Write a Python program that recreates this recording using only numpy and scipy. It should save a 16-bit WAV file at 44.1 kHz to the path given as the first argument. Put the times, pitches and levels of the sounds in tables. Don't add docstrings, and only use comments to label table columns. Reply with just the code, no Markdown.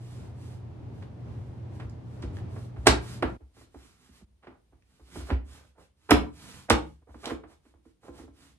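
import sys
import numpy as np
from scipy import signal
from scipy.fft import rfft, irfft
from scipy.io import wavfile
from scipy.ndimage import uniform_filter1d

SR = 44100
rng = np.random.default_rng(int(sys.argv[2]) if len(sys.argv) > 2 else 0)


def int16_out(signal):
    q = np.round(np.clip(np.atleast_2d(signal).T, -1, 1) * 32767)
    wavfile.write(sys.argv[1], SR, q.astype(np.int16))


N = 378466
T = np.arange(N) / SR
AGE = T[:int(.7 * SR)]

# [f/Hz, relative level/dB]
AIR = [(25, -14), (62, 0.5), (130, -13), (280, -19), (600, -26.5), (1500, -34.5), (3500, -35.5),
       (7000, -40.5), (10000, -43), (13000, -46)]
# [f/Hz, relative level/dB]
RUMBLE = [(25, -31), (50, -15), (72, -9), (95, 0), (140, -10), (200, -14), (320, -17), (520, -25.5),
          (850, -28.5), (1300, -38), (2500, -45), (6000, -56), (12000, -71)]
HUM_HZ, HUM_OFF_S = 120.4, 3.37

# [f/Hz, time to fall by 60 dB/s]
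ROOM = [(60, 0.5), (300, 0.34), (1000, 0.29), (2500, 0.23), (6000, 0.24), (12000, 0.08)]
DIPS_S = [3.385, 4.262, 7.052]
DIP_DB = -29

# [f/Hz, relative level/dB]
CLOTH = [(30, 1.5), (65, 17.5), (110, 14), (280, 10), (600, -1.5), (1200, 2), (2300, -1), (3600, -1),
         (6000, -4), (8800, -5.5), (12500, -11.5)]
# [start t/s, length/s, level/dB]
STROKES = [(-.08, .42, -62.5), (0.334, .27, -62), (0.91, .16, -71), (1.12, .55, -76), (1.692, .17, -68),
           (2.033, .3, -70), (2.328, .08, -63), (2.481, .22, -62.5), (2.754, .3, -64), (3, 0.2, -50.5),
           (3.227, .14, -69), (3.54, .12, -62), (3.7, .3, -63.5), (3.956, 0.18, -66), (4.105, 0.12, -62.5),
           (4.835, .3, -72), (5.043, 0.11, -62.5), (5.109, .13, -50.5), (5.226, .1, -57),
           (5.45, .17, -57.5), (5.564, .16, -71.5), (5.772, .1, -66.5), (5.956, .38, -67),
           (6.318, .36, -52), (6.68, .3, -69.5), (7.07, .17, -71), (7.189, .16, -53), (7.476, 0.079, -66.5),
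           (7.629, .1, -73), (7.83, .1, -76.5), (8.015, .09, -65), (8.117, .14, -60.5), (8.331, .22, -63)]
STROKE_EDGE_S, STROKE_CURVE = .012, 1.2

# [start t/s, length/s, level/dB, brightness f/Hz]
SCUFFS = [(2.857, 0.023, -33, 3680), (4.423, 0.046, -58, 2600), (4.473, 0.1, -61.5, 1190),
          (5.269, 0.078, -44, 2800), (5.492, 0.18, -65, 1740), (5.749, 0.094, -58.5, 1005),
          (6.089, 0.028, -35.5, 2040), (6.685, 0.022, -35.5, 1600), (7.065, 0.052, -55.5, 1010),
          (7.224, 0.11, -41.5, 2660), (7.303, 0.026, -49, 1260), (7.488, 0.057, -58, 1305),
          (8.028, 0.065, -58, 1093), (8.129, 0.13, -56.5, 1196)]
# [t/s, level/dB, pitch f/Hz]
TICKS = [(1.897, -54.5, 5850), (2.2228, -46, 4360), (2.369, -40.5, 1680), (2.387, -45, 1460),
         (2.8681, -19, 8800), (2.8706, -16, 5140), (3.225, -43, 9010), (4.823, -60, 2190),
         (6.1068, -20, 8600), (6.1092, -18, 4700), (6.6997, -18.5, 8000), (6.6995, -20.5, 4410),
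         (7.2566, -26, 4600), (7.303, -44, 3000)]
TICK_T60_S = 0.0074

TOUCH_SPAN_S, TOUCH_DB, TOUCH_SPREAD_DB, TOUCH_HZ, TOUCH_THUMP_DB = (4.5, 8.0), -57.5, 3, 1100, -66.5

# [t/s, clack level/dB, contact brightness f/Hz, rubber bump level/dB, bump pitch f/Hz, table thump level/dB]
KNOCKS = [(1.022, -43.5, 3630, -47, 310, -53), (1.797, -38, 3240, -56, 310, -69),
          (1.819, -42, 1700, -59, 305, -38.5), (2.225, -36.5, 4900, -31, 340, -32.5),
          (2.56, -38.5, 1600, -38.5, 311, -64), (2.763, -42.5, 1700, -47, 303, -31.5),
          (2.8689, -6, 6960, -22, 307, -20.5), (3.2244, -19.5, 2260, -19.5, 313, -30),
          (3.403, -52, 700, -62.5, 301, -46.5), (3.566, -51.5, 1404, -69.5, 302, -55.5),
          (3.611, -44.5, 880, -67.5, 304, -63), (3.743, -44, 1107, -44.5, 287, -48),
          (4.082, -60.5, 605, -52.5, 240, -55), (4.212, -55, 1200, -47.5, 216.6, -51),
          (4.469, -41.5, 2320, -41.5, 336, -63.5), (4.996, -51.5, 1196, -56, 300, -51.5),
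          (5.158, -33, 1200, -35, 293, -38.5), (5.204, -38.5, 1510, -55, 300, -37.5),
          (5.302, -26.5, 2370, -24, 274, -20.5), (6.1082, -6, 3780, -8.5, 291, -20.5),
          (6.7016, -8, 3560, -17.5, 321, -23.5), (7.079, -56, 1100, -53, 300, -48),
          (7.142, -43, 1484, -42.5, 291, -51), (7.2565, -36.5, 7000, -32, 322, -62),
          (7.306, -28.5, 1800, -25, 317, -41), (7.435, -42, 1770, -46, 340, -56),
          (7.651, -56, 1986, -55.5, 301, -70), (7.850, -55.5, 1410, -48.5, 319, -62),
          (8.029, -51, 1530, -58.5, 300, -67), (8.080, -39.5, 980, -36, 348, -51),
          (8.186, -46, 1520, -40, 325, -51), (8.225, -50, 1000, -41, 320, -50),
          (8.278, -49, 908, -50, 281, -55)]
# [f/Hz, relative level/dB]
CLACK = [(40, -18.5), (120, -9.5), (200, -7.5), (450, 0.5), (700, -1.5), (1300, -5), (2400, -9.5),
         (3000, -11), (3900, -13), (5000, -13), (6200, -18.5), (8500, -12.5), (12500, -18)]
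# [f/Hz, level/dB, time to fall by 60 dB/s]
TRACK = [(116, -7.5, 0.23), (160, -19.5, 0.42), (220, -10, 0.24), (269, -5.5, 0.17), (301, -6, .24),
         (343.4, -2, 0.19), (440, -11, 0.16), (453, -10.5, 0.095), (685, -15.5, 0.043), (790, -18, 0.053),
         (837, -16, .17), (1029, -17.5, 0.22), (1132, -19.5, 0.15), (1283, -18.5, 0.067),
         (1360, -15, 0.081), (1630, -21.5, 0.077), (1906, -24, 0.071), (1933, -22, 0.073),
         (2250, -23.5, 0.27), (2490, -25, 0.14)]
# [f/Hz, level/dB, time to fall by 60 dB/s]
TABLE = [(64.1, 6, 0.27), (57.4, -9, 0.4), (71.3, -11, 0.69), (90, -3, 0.12)]
RING_DB = -11
REBOUND_S, REBOUND_DB, REBOUND_DULLING = .006, -7.5, 0.38
BUMP_LAG_S, BUMP_T60_S = .009, 0.097
THUMP_LAG_S = 0.013

RIGHT_LAG = 5
TOP_HZ = 12800


def undb(db):
    return 10 ** (np.asarray(db) / 20)


def unit(x):
    return x / np.sqrt(np.mean(x ** 2))


def bins(x):
    return np.maximum(np.fft.rfftfreq(x.shape[-1], 1 / SR), 1)


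def lookup(hz, points):
    f, value = np.transpose(points)
    return np.interp(np.log(hz), np.log(f), value)


def shape(x, gain):
    return irfft(rfft(x) * gain, x.shape[-1])


def colour(x, points):
    return unit(shape(x, undb(lookup(bins(x), points))))


def fade(t60):
    return undb(-60 * AGE / t60)


def walk(rate, size=N):
    hold = int(SR / rate)
    steps = np.repeat(rng.standard_normal(size // hold + 1), hold)
    return unit(uniform_filter1d(steps, hold)[:size])


def diffuse(size, split_hz):
    mid, side = rng.standard_normal((2, size))
    alike = 1 / (1 + (bins(mid) / split_hz) ** 2)
    mid = shape(mid, np.sqrt(1 + alike))
    side = shape(side, np.sqrt(1 - alike))
    return unit(np.array([mid + side, mid - side]))


def add(track, s, sound):
    i = int(s * SR)
    track[i:i + len(sound)] += sound[:max(N - i, 0)]


def closing():
    return np.clip(2 - 4 * AGE / AGE[-1], 0, 1)


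def even(x, width_hz):
    power = uniform_filter1d(np.abs(rfft(x)) ** 2, max(int(width_hz * len(AGE) / SR), 1))
    return shape(x, np.sqrt(power.mean() / (power + 1e-12))) * closing()


def soften(x, hz):
    return signal.lfilter(*signal.butter(2, min(hz, SR * .45), fs=SR), x)


def air():
    noise = diffuse(N, split_hz=350)
    whine = unit(shape(noise, 1 / (1 + ((bins(noise) - 9000) / 70) ** 2)))
    return colour(noise, AIR) * undb(-68 + 1.3 * walk(2.3)) + undb(-92) * whine


def machine():
    rumble = colour(diffuse(N, split_hz=310), RUMBLE) * undb(-42.0 + 1.4 * walk(6.5))
    hum = np.sqrt(2) * np.sin(2 * np.pi * HUM_HZ * T) * undb(-44.5 + 0.37 * walk(12.0))
    running = np.clip((HUM_OFF_S - T) / 0.023, 0, 1)
    left, right = (rumble + hum) * running
    return np.array([np.pad(left, (2, 0))[:N], right])


def room_response():
    noise = rng.standard_normal((2, len(AGE)))
    hz = bins(noise)
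    centres = np.geomspace(60, 14000, 9)
    tail = 0
    for centre, weights in zip(centres, np.eye(len(centres))):
        band = shape(noise, np.interp(np.log(hz), np.log(centres), weights))
        tail = tail + band * fade(lookup(centre, ROOM))
    first_echo = np.clip((AGE - .002) / 0.00095, 0, 1)
    mid, side = even(tail * first_echo, width_hz=70)
    side = shape(side, hz / np.hypot(hz, 170))
    return np.array([mid + side, mid - side]) / np.sqrt(2 * np.sum(mid ** 2))


def basement(x):
    spots_s = [2.9, 5.3, 6.15, 6.7, 8.2]
    out = 0
    for weights in np.eye(len(spots_s)):
        share = np.sqrt(np.interp(T, spots_s, weights))
        out = out + signal.oaconvolve((x * share)[None], room_response(), axes=1)[:, :N]
    return out


def dip():
    depth = sum(np.interp(T - s, [-.016, 0, .025], [0, 1, 0]) for s in DIPS_S)
    return undb(DIP_DB * depth)


def sleeves():
    power = np.zeros(N)
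    for s, length_s, db in STROKES:
        progress = (T - s + STROKE_EDGE_S) / (length_s + 2 * STROKE_EDGE_S)
        moving = (progress > 0) & (progress < 1)
        speed = np.sin(np.pi * progress[moving])
        power[moving] += (undb(db) * speed ** STROKE_CURVE) ** 2
    slips = rng.standard_normal(N) * undb(2.0 * rng.exponential(size=N))
    return colour(slips, CLOTH) * np.sqrt(power) * undb(0.7 * walk(39))


def clatter(envelope):
    burst = even(rng.standard_normal(len(AGE)) * envelope, width_hz=47)
    gain = undb(lookup(bins(burst), CLACK))
    return shape(burst, unit(gain)) * closing()


def scuffs():
    out = np.zeros(N)
    for s, length_s, db, bright_hz in SCUFFS:
        stroke = np.sin(np.pi * np.minimum(AGE / length_s, 1))
        flutter = undb(3.9 * walk(220, size=len(AGE)))
        add(out, s, undb(db) * soften(clatter(stroke * flutter), bright_hz))
    return out


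def ticks():
    out = np.zeros(N)
    for s, db, hz in TICKS:
        peak = signal.iirpeak(hz, 1.4, fs=SR)
        edge = rng.standard_normal(len(AGE))
        edge = signal.lfilter(*peak, signal.lfilter(*peak, edge))
        decay = fade(TICK_T60_S) + undb(-21.5) * fade(t60=0.084)
        add(out, s, undb(db) * unit(edge) * decay)
    return out


def ring(modes, build_s, scatter):
    hz, db, t60 = np.transpose(modes)[:, :, None]
    detune, size = rng.standard_normal((2, len(modes), 1))
    sign = (-1) ** np.arange(len(modes))[:, None]
    level = sign * undb(db + 2 * size * scatter)
    pitch_hz = hz * (1 + 0.014 * scatter * detune)
    waves = level * fade(t60) * np.sin(2 * np.pi * pitch_hz * AGE)
    return waves.sum(0) * (1 - np.exp(-(AGE / build_s) ** 2))


def clack(db, bright_hz):
    rise_s = np.interp(db, [-45, -20], [.003, .0003])
    rattle = undb(2.5 * walk(500, size=len(AGE)))
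    decay = fade(t60=0.043) + undb(-19) * fade(t60=0.072)
    chatter = clatter(decay * (1 - np.exp(-AGE / rise_s)) * rattle)
    return undb(db) * (soften(chatter, bright_hz) + undb(-28) * chatter)


def bump(hz):
    tones = [(hz, -2, BUMP_T60_S), (hz * 0.78, -6, BUMP_T60_S), (hz * 1.4, -10, BUMP_T60_S)]
    return ring(tones, build_s=0.0024, scatter=0.34)


def touches(count=12):
    out = np.zeros(N)
    first_s, last_s = TOUCH_SPAN_S
    for k in range(count):
        s = first_s + (last_s - first_s) * (k + rng.random()) / count
        tap = clack(TOUCH_DB, TOUCH_HZ)
        tap = tap + undb(TOUCH_DB + RING_DB) * ring(TRACK, build_s=0.0056, scatter=.4)
        thump = undb(TOUCH_THUMP_DB) * ring(TABLE, build_s=0.014, scatter=0.34)
        add(out, s, undb(TOUCH_SPREAD_DB * rng.standard_normal()) * (tap + thump))
    return out


def knocks():
    plastic, wood = np.zeros((2, N))
    for s, clack_db, bright_hz, bump_db, bump_hz, thump_db in KNOCKS:
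        add(plastic, s, clack(clack_db, bright_hz))
        add(plastic, s + REBOUND_S, clack(clack_db + REBOUND_DB, bright_hz * REBOUND_DULLING))
        add(plastic, s, undb(clack_db + RING_DB) * ring(TRACK, build_s=0.0043, scatter=.4))
        add(plastic, s + BUMP_LAG_S, undb(bump_db) * bump(bump_hz))
        add(wood, s + THUMP_LAG_S, undb(thump_db) * ring(TABLE, build_s=0.01, scatter=0.31))
    return plastic, wood


def scene():
    plastic, wood = knocks()
    plastic = plastic + ticks() + scuffs() + touches()
    cloth = sleeves()
    near = plastic + cloth
    left = undb(0.1) * near
    right = undb(4.0) * np.pad(near, (RIGHT_LAG, 0))[:N]
    direct = np.array([left, right]) + wood
    into_room = undb(-1.0) * plastic + undb(-12.5) * wood + undb(1.0) * cloth
    echoes = basement(into_room) * undb([[-.3], [.3]])
    return (direct + echoes) * dip() + machine() + air()


def record(dry):
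    thin = signal.sosfilt(signal.butter(3, 42, "high", fs=SR, output="sos"), dry)
    rounded = np.tanh(thin)
    return signal.sosfilt(signal.ellip(8, .2, 70, TOP_HZ, fs=SR, output="sos"), rounded)


dry = scene()
out = record(dry)
int16_out(out)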